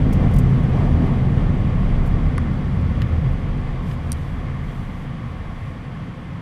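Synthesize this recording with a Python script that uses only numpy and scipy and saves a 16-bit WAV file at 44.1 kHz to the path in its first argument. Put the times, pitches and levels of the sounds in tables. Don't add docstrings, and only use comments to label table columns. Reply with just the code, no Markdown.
import sys
import numpy as np
from scipy import signal
from scipy.io import wavfile
from scipy.ndimage import uniform_filter1d

SR = 44100
rng = np.random.default_rng(int(sys.argv[2]) if len(sys.argv) > 2 else 0)


def amplitude_ratio(level_db):
    exponent = np.asarray(level_db, float) / 20
    return 10 ** exponent


def transcribe(u):
    v = np.clip(np.atleast_2d(u).T, -1, 1)
    q = np.round(v * 32767).astype(np.int16)
    wavfile.write(sys.argv[1], SR, q)


N = 282945

# start_s [s], level_db [dB]
SPEED = [
    (0, 1),
    (1.0, 0),
    (2.0, -3),
    (3.0, -6.5),
    (4.0, -10.5),
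    (5.0, -16.5),
    (5.7, -19),
    (6.42, -23.5),
]

# pitch_hz [Hz], width_hz [Hz], level_db [dB]
BODY_MODES = [(40.5, 4.3, -3), (25.8, 14, -6), (36.4, 4.2, -13)]
FLOOR_MODES = [(82.44, 9.5, -4), (69, 20.7, -9.5)]
CABIN_MODES = [(133.5, 27.8, 7.5), (110.3, 21.2, 3), (154.2, 12.4, -7)]
TYRE_MODES = [(182.7, 29.4, 1.5), (239.1, 19, -2), (264.5, 56, -8)]
ENGINE_MODES = [(24, 8, -12), (90, 38, -3), (144.3, 38, 2), (250, 67, -6.5)]

# start_s [s, centre], lift_db [dB], length_s [s]
BODY_PATCHES = [(0.145, 4, 0.16), (0.333, 5, 0.19), (0.87, 2.5, 0.145), (1.433, 6.5, 0.088),
                (1.648, 1, 0.079), (1.828, 11, 0.08), (1.988, 9, 0.52), (2.268, 8, 0.116),
                (3.342, 9.5, 0.097), (3.496, 8, 0.052), (3.648, 8.5, 0.261), (4.317, 10, 0.053),
                (4.413, 4, 0.27), (4.707, 8, 0.083), (4.9, 7, 0.36), (5.507, 8, 0.21)]
FLOOR_PATCHES = [(0.075, 3, 0.077), (0.36, 5, 0.1), (0.643, 2.5, 0.09), (0.944, 5.5, 0.14),
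                 (1.574, 8.5, 0.11), (2.307, 6, 0.32), (2.878, 8, 0.39), (2.989, 3, 0.054),
                 (3.167, 9.5, 0.34), (4.08, 8.0, 0.25), (4.448, 5.5, 0.47), (5.37, 6, 0.23),
                 (5.63, 5.3, 0.2), (5.964, 1, 0.149), (6.091, -2, 0.066), (6.317, 6, 0.135)]
AIR_PATCHES = [(0.42, 3.5, 0.17), (0.542, 6.1, 0.051), (1.277, 3, 0.14), (1.379, 3.5, 0.044),
               (2.82, 3, 0.094), (3.014, 6.5, 0.075), (3.265, 8.5, 0.09), (3.892, 5.5, 0.11),
               (4.193, 2.5, 0.05), (4.62, 2.5, 0.16), (4.808, 7, 0.06), (5.1, 6.8, 0.043),
               (5.256, 8, 0.068), (5.65, 7, 0.072), (5.974, 6.5, 0.26), (6.353, 10.5, 0.096)]
TYRE_PATCHES = [(0.094, 4.0, 0.33), (0.24, 4.5, 0.046), (0.407, -0.5, 0.036), (1.019, 5.5, 0.062),
                (1.351, 2.5, 0.094), (2.19, 8, 0.028), (2.482, 4.5, 0.12), (2.94, 3, 0.19),
                (3.039, -1, 0.044), (3.268, -2.5, 0.12), (3.58, 1, 0.058), (3.93, 1.5, 0.13),
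                (4.352, 5, 0.054), (4.735, 3, 0.129), (4.98, 3.5, 0.42), (6.2, 7, 0.69)]
GRIT_PATCHES = [
    (0.238, 5.5, 0.059),
    (0.8, 5, 0.14),
    (1.06, 5, 0.093),
    (3.82, 1, 0.23),
    (4.443, 1.5, 0.11),
]

# pitch_hz [Hz], level_db [dB per Hz]
ROAR_SPECTRUM = [(150, -6), (300, 1.5), (400, -3), (470, 3), (600, -12), (720, -3), (950, -17), (1500, -23),
                 (3000, -37.5), (12000, -58)]
BLOWER_SPECTRUM = [(200, -1), (320, -12.5), (420, -4.5), (600, -3), (900, -0.5), (1400, -4), (2100, -5),
                   (2600, -9), (3500, -19), (4100, -19), (6500, -30), (10000, -32.5), (11800, -55.5),
                   (15500, -54.5)]
CLOTH_SPECTRUM = [(2500, -8.5), (5000, 6), (8000, 2.5), (10500, 4.5), (12000, -2.5), (14500, -1.5),
                  (16500, -8)]
# pitch_hz [Hz], width_hz [Hz], level_db [dB]
DUCT_MODES = [(465, 65, -3), (514.5, 48, 7.5), (707, 89, -0.5), (1087, 73, 2), (1153, 220, -4.5),
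              (1807, 200, -5.5), (2049, 23.5, 5), (2136, 94, -13), (3300, 310, -2), (3340, 200, -4.5),
              (4470, 150, -12.5), (5600, 990, -19.5), (10400, 760, -6)]

# start_s [s, at the peak], level_db [dB, peak], rise_s [s], fall_s [s]
RUBS = [
    (.35, -69, 0.071, .15),
    (.75, -77, .1, .1),
    (2.06, -69, .06, .08),
    (3.1, -72.5, 0.51, .35),
    (3.93, -58, .06, .015),
    (4.23, -64.5, 0.18, .15),
    (4.79, -64, .14, .08),
    (5.02, -65.5, 0.13, 0.045),
    (5.28, -72, .06, .12),
    (5.65, -69, .12, .1),
]
# [dB, below 6 kHz]
TICKS = [(.018, -53, .004, -14), (0.1263, -32, .0098, -1), (.140, -45.5, .015, 5), (.3122, -47, .0067, -4),
         (.3366, -37, .0093, -5), (0.361, -36.5, .0064, 0), (0.385, -29, .0062, -6.5),
         (.3984, -50, .0072, -2), (.4973, -50, .004, -4), (.5484, -55, .004, -4), (.634, -48, .008, -8),
         (.697, -54, .004, -12), (.843, -56, .004, 8), (1.067, -50, .0044, -10), (1.32, -56, .004, -12),
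         (1.42, -55, .004, -11), (2.0607, -45, .006, -13), (2.0732, -44.5, .006, -8),
         (2.5301, -51, 0.0034, -10), (3.3228, -50, .0036, -8), (4.096, -50, .004, -11),
         (4.2098, -52, .005, -6)]

# start_s [s], level_db [dB, peak], contact_s [s]
KNOCKS = [
    (2.3799, -16.5, 0.0002),
]
TAPS = [
    (3.0190, -23, 0.00067),
    (3.0238, -30, 0.0028),
    (3.9128, -28.5, .0012),
    (3.918, -35, .002),
]
SNAPS = [
    (4.1188, -14, 0.00033),
    (4.128, -23, .0006),
    (4.135, -46, .001),
]
# pitch_hz [Hz], level_db [dB], t60_s [s]
KNOCK_MODES = [(1150, 12, 0.024), (1440, 9, 0.015), (1820, 8, 0.015), (2030, 3, 0.012),
               (4500, -4.5, 0.0075), (5530, -3, .010), (6960, -17, .006), (8900, -4, 0.0033),
               (10000, -3, 0.0045), (12300, -12, .004), (14000, -19, .004)]
TAP_MODES = [(1850, -7, .015), (1840, -1, 0.022), (3100, -4, 0.014), (3400, -1, 0.0086),
             (3800, -3.5, 0.008), (4900, -11, 0.011), (6000, -13, 0.0055), (7460, -20, 0.0055),
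             (9740, -19, .007), (12100, -21, .012)]
SNAP_MODES = [(2130, -18, .008), (3000, -20, .005), (4170, -11, 0.0083), (4750, -9, .008),
              (5730, -10.5, 0.0067), (6300, -13, .005), (7900, -17, .004), (8700, 2.5, 0.0042),
              (10200, -6.5, 0.0025), (10940, -1, .0039), (11600, -23, .014), (14150, -13, 0.0034)]


def rms_one(x):
    return x / np.sqrt(np.mean(x ** 2) + 1e-20)


def resonate(x, hz, width_hz):
    r = np.exp(-np.pi * width_hz / SR)
    feedback = [1, -2 * r * np.cos(2 * np.pi * hz / SR), r * r]
    return signal.lfilter([(1 - r * r) / 2, 0, (r * r - 1) / 2], feedback, x)


def bandpass(x, low_hz, high_hz):
    return signal.sosfilt(signal.butter(2, [low_hz, high_hz], "band", fs=SR, output="sos"), x)


def drift(rate_hz):
    step = 40
    r = np.exp(-2 * np.pi * rate_hz * step / SR)
    slow = signal.lfilter([1], [1, -2 * r, r * r], rng.standard_normal(N // step + 2002))
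    slow = rms_one(slow[2000:])
    return np.interp(np.arange(N) / step, np.arange(len(slow)), slow)


def banded_noise(spectrum, patchy_db):
    pitch_hz, density_db = np.transpose(spectrum)
    edges = 120 * 2 ** np.arange(0, 7.2, 1 / 3)
    together = drift(4.0)
    white = rng.standard_normal((2, N))
    out = 0
    for k, (low, high) in enumerate(zip(edges, edges[1:])):
        band = bandpass(white[k % 2], low, high)
        level_db = np.interp(np.log(low * high) / 2, np.log(pitch_hz), density_db)
        flicker_db = patchy_db * (0.49 * together + drift(16.0))
        out = out + band * amplitude_ratio(level_db + flicker_db)
    return rms_one(out)


def on_road(start_db, follows, patches, lift=1):
    s, lift_db, length_s = np.transpose(patches)[:, :, None]
    coarse = np.arange(0, N, 64) / SR
    swell_db = np.max(lift_db * 2.0 ** (-(2 * (coarse - s) / length_s) ** 2), axis=0)
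    t = np.arange(N) / SR
    speed_db = np.interp(t, *np.transpose(SPEED))
    return start_db + follows * speed_db + lift * np.interp(t, coarse, swell_db)


def shaken_modes(modes, level_db, even, even_s):
    lead = SR // 2
    rung = 0
    for hz, width_hz, db in modes:
        push = rng.standard_normal(N + lead)
        once = resonate(push, hz, 1.47 * width_hz)
        rung = rung + amplitude_ratio(db) * rms_one(resonate(once, hz, 1.47 * width_hz))
    rung = rung[lead:]
    size = int(even_s * SR)
    power = uniform_filter1d(uniform_filter1d(rung ** 2, size=size), size=size)
    swell = np.sqrt(power + 1e-9)
    return amplitude_ratio(level_db) * rms_one(rung / swell ** even)


def road_rumble():
    body = shaken_modes(BODY_MODES, on_road(-23.5, 0.86, BODY_PATCHES), even=0.75, even_s=0.072)
    floor = shaken_modes(FLOOR_MODES, on_road(-23.5, 0.89, FLOOR_PATCHES), even=0.7, even_s=0.092)
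    air = shaken_modes(CABIN_MODES, on_road(-20, 0.92, AIR_PATCHES), even=0.66, even_s=0.042)
    tyres = shaken_modes(TYRE_MODES, on_road(-25, 0.9, TYRE_PATCHES), even=0.42, even_s=0.07)
    return body + floor + air + tyres


def engine():
    return shaken_modes(ENGINE_MODES, -35.5, even=0.2, even_s=0.05)


def tyre_roar():
    return amplitude_ratio(on_road(-32.5, 0.93, GRIT_PATCHES)) * banded_noise(ROAR_SPECTRUM, patchy_db=0.5)


def blower():
    level_db = on_road(-37.5, 0.21, GRIT_PATCHES, lift=0.14)
    air = banded_noise(BLOWER_SPECTRUM, patchy_db=0.56)
    ducts = sum(amplitude_ratio(db) * resonate(air, hz, width_hz) for hz, width_hz, db in DUCT_MODES)
    return amplitude_ratio(level_db) * rms_one(air + ducts)


def cloth():
    rest_db = -74
    t = np.arange(N) / SR
    power = amplitude_ratio(2 * rest_db)
    for s, db, rise_s, fall_s in RUBS:
        side_s = np.where(t < s, rise_s, fall_s)
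        power = power + amplitude_ratio(2 * db) * np.exp(-((t - s) / side_s) ** 2)
    return np.sqrt(power) * banded_noise(CLOTH_SPECTRUM, patchy_db=0.05)


def burst(grit, hold_s, t60_s):
    age = np.arange(len(grit)) / SR
    return grit * amplitude_ratio(-60 * np.clip(age - hold_s, 0, None) / t60_s)


def add(out, s, peak_db, sound):
    at = round(s * SR)
    out[at:at + len(sound)] += amplitude_ratio(peak_db) * sound[:len(out) - at] / np.abs(sound).max()


def ticks():
    out = np.zeros(N)
    for s, db, rub_s, dull_db in TICKS:
        force = burst(rng.standard_normal(3000), rub_s, t60_s=0.039)
        bright = bandpass(force, 6800, 14500)
        dull = bandpass(force, 3000, 6500)
        add(out, s, db - 2.5, bright - amplitude_ratio(dull_db) * dull)
    return out


def ring(force, hz, t60_s):
    r = amplitude_ratio(-60 / (t60_s * SR))
    w = 2 * np.pi * hz / SR
    return signal.lfilter([0, np.sin(w)], [1, -2 * r * np.cos(w), r * r], force)


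def struck(hits, modes, late_cycles):
    out = np.zeros(N)
    no_bass = signal.butter(4, 900, "high", fs=SR, output="sos")
    for s, db, contact_s in hits:
        force = 0.12 * burst(rng.standard_normal(3000), contact_s, t60_s=0.006)
        force[0] += 1
        sound = 0
        for hz, mode_db, t60_s in modes:
            delay = int(late_cycles * SR / hz)
            sound = sound + np.roll(amplitude_ratio(mode_db) * ring(force, hz, t60_s), delay)
        add(out, s, db, signal.sosfilt(no_bass, sound))
    return out


def plastic_parts():
    knocks = struck(KNOCKS, KNOCK_MODES, late_cycles=0.7)
    taps = struck(TAPS, TAP_MODES, late_cycles=0.43)
    snaps = struck(SNAPS, SNAP_MODES, late_cycles=1.9)
    return knocks + taps + snaps


def cabin(x):
    scatter = amplitude_ratio(-35.5) * burst(rng.standard_normal(3000), 0.0017, t60_s=0.03)
    return x + signal.fftconvolve(x, scatter)[:N]


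def scene():
    driving = road_rumble() + engine() + tyre_roar()
    near = cloth() + ticks() + cabin(plastic_parts())
    return (driving + blower() + near)[None, :]


def roll_off(x):
    return signal.sosfilt(signal.butter(12, 15600, fs=SR, output="sos"), x)


def record(dry):
    fade_in_s = 0.0014
    x = dry * np.minimum(np.arange(N) / SR / fade_in_s, 1)
    x = signal.sosfilt(signal.butter(2, 15, "high", fs=SR, output="sos"), x)
    x = x - 0.6 * resonate(x, 11350, width_hz=150)
    x = signal.sosfilt(signal.cheby2(12, 50, 15900, fs=SR, output="sos"), x)
    return roll_off(x)


dry = scene()
out = record(dry)
transcribe(out)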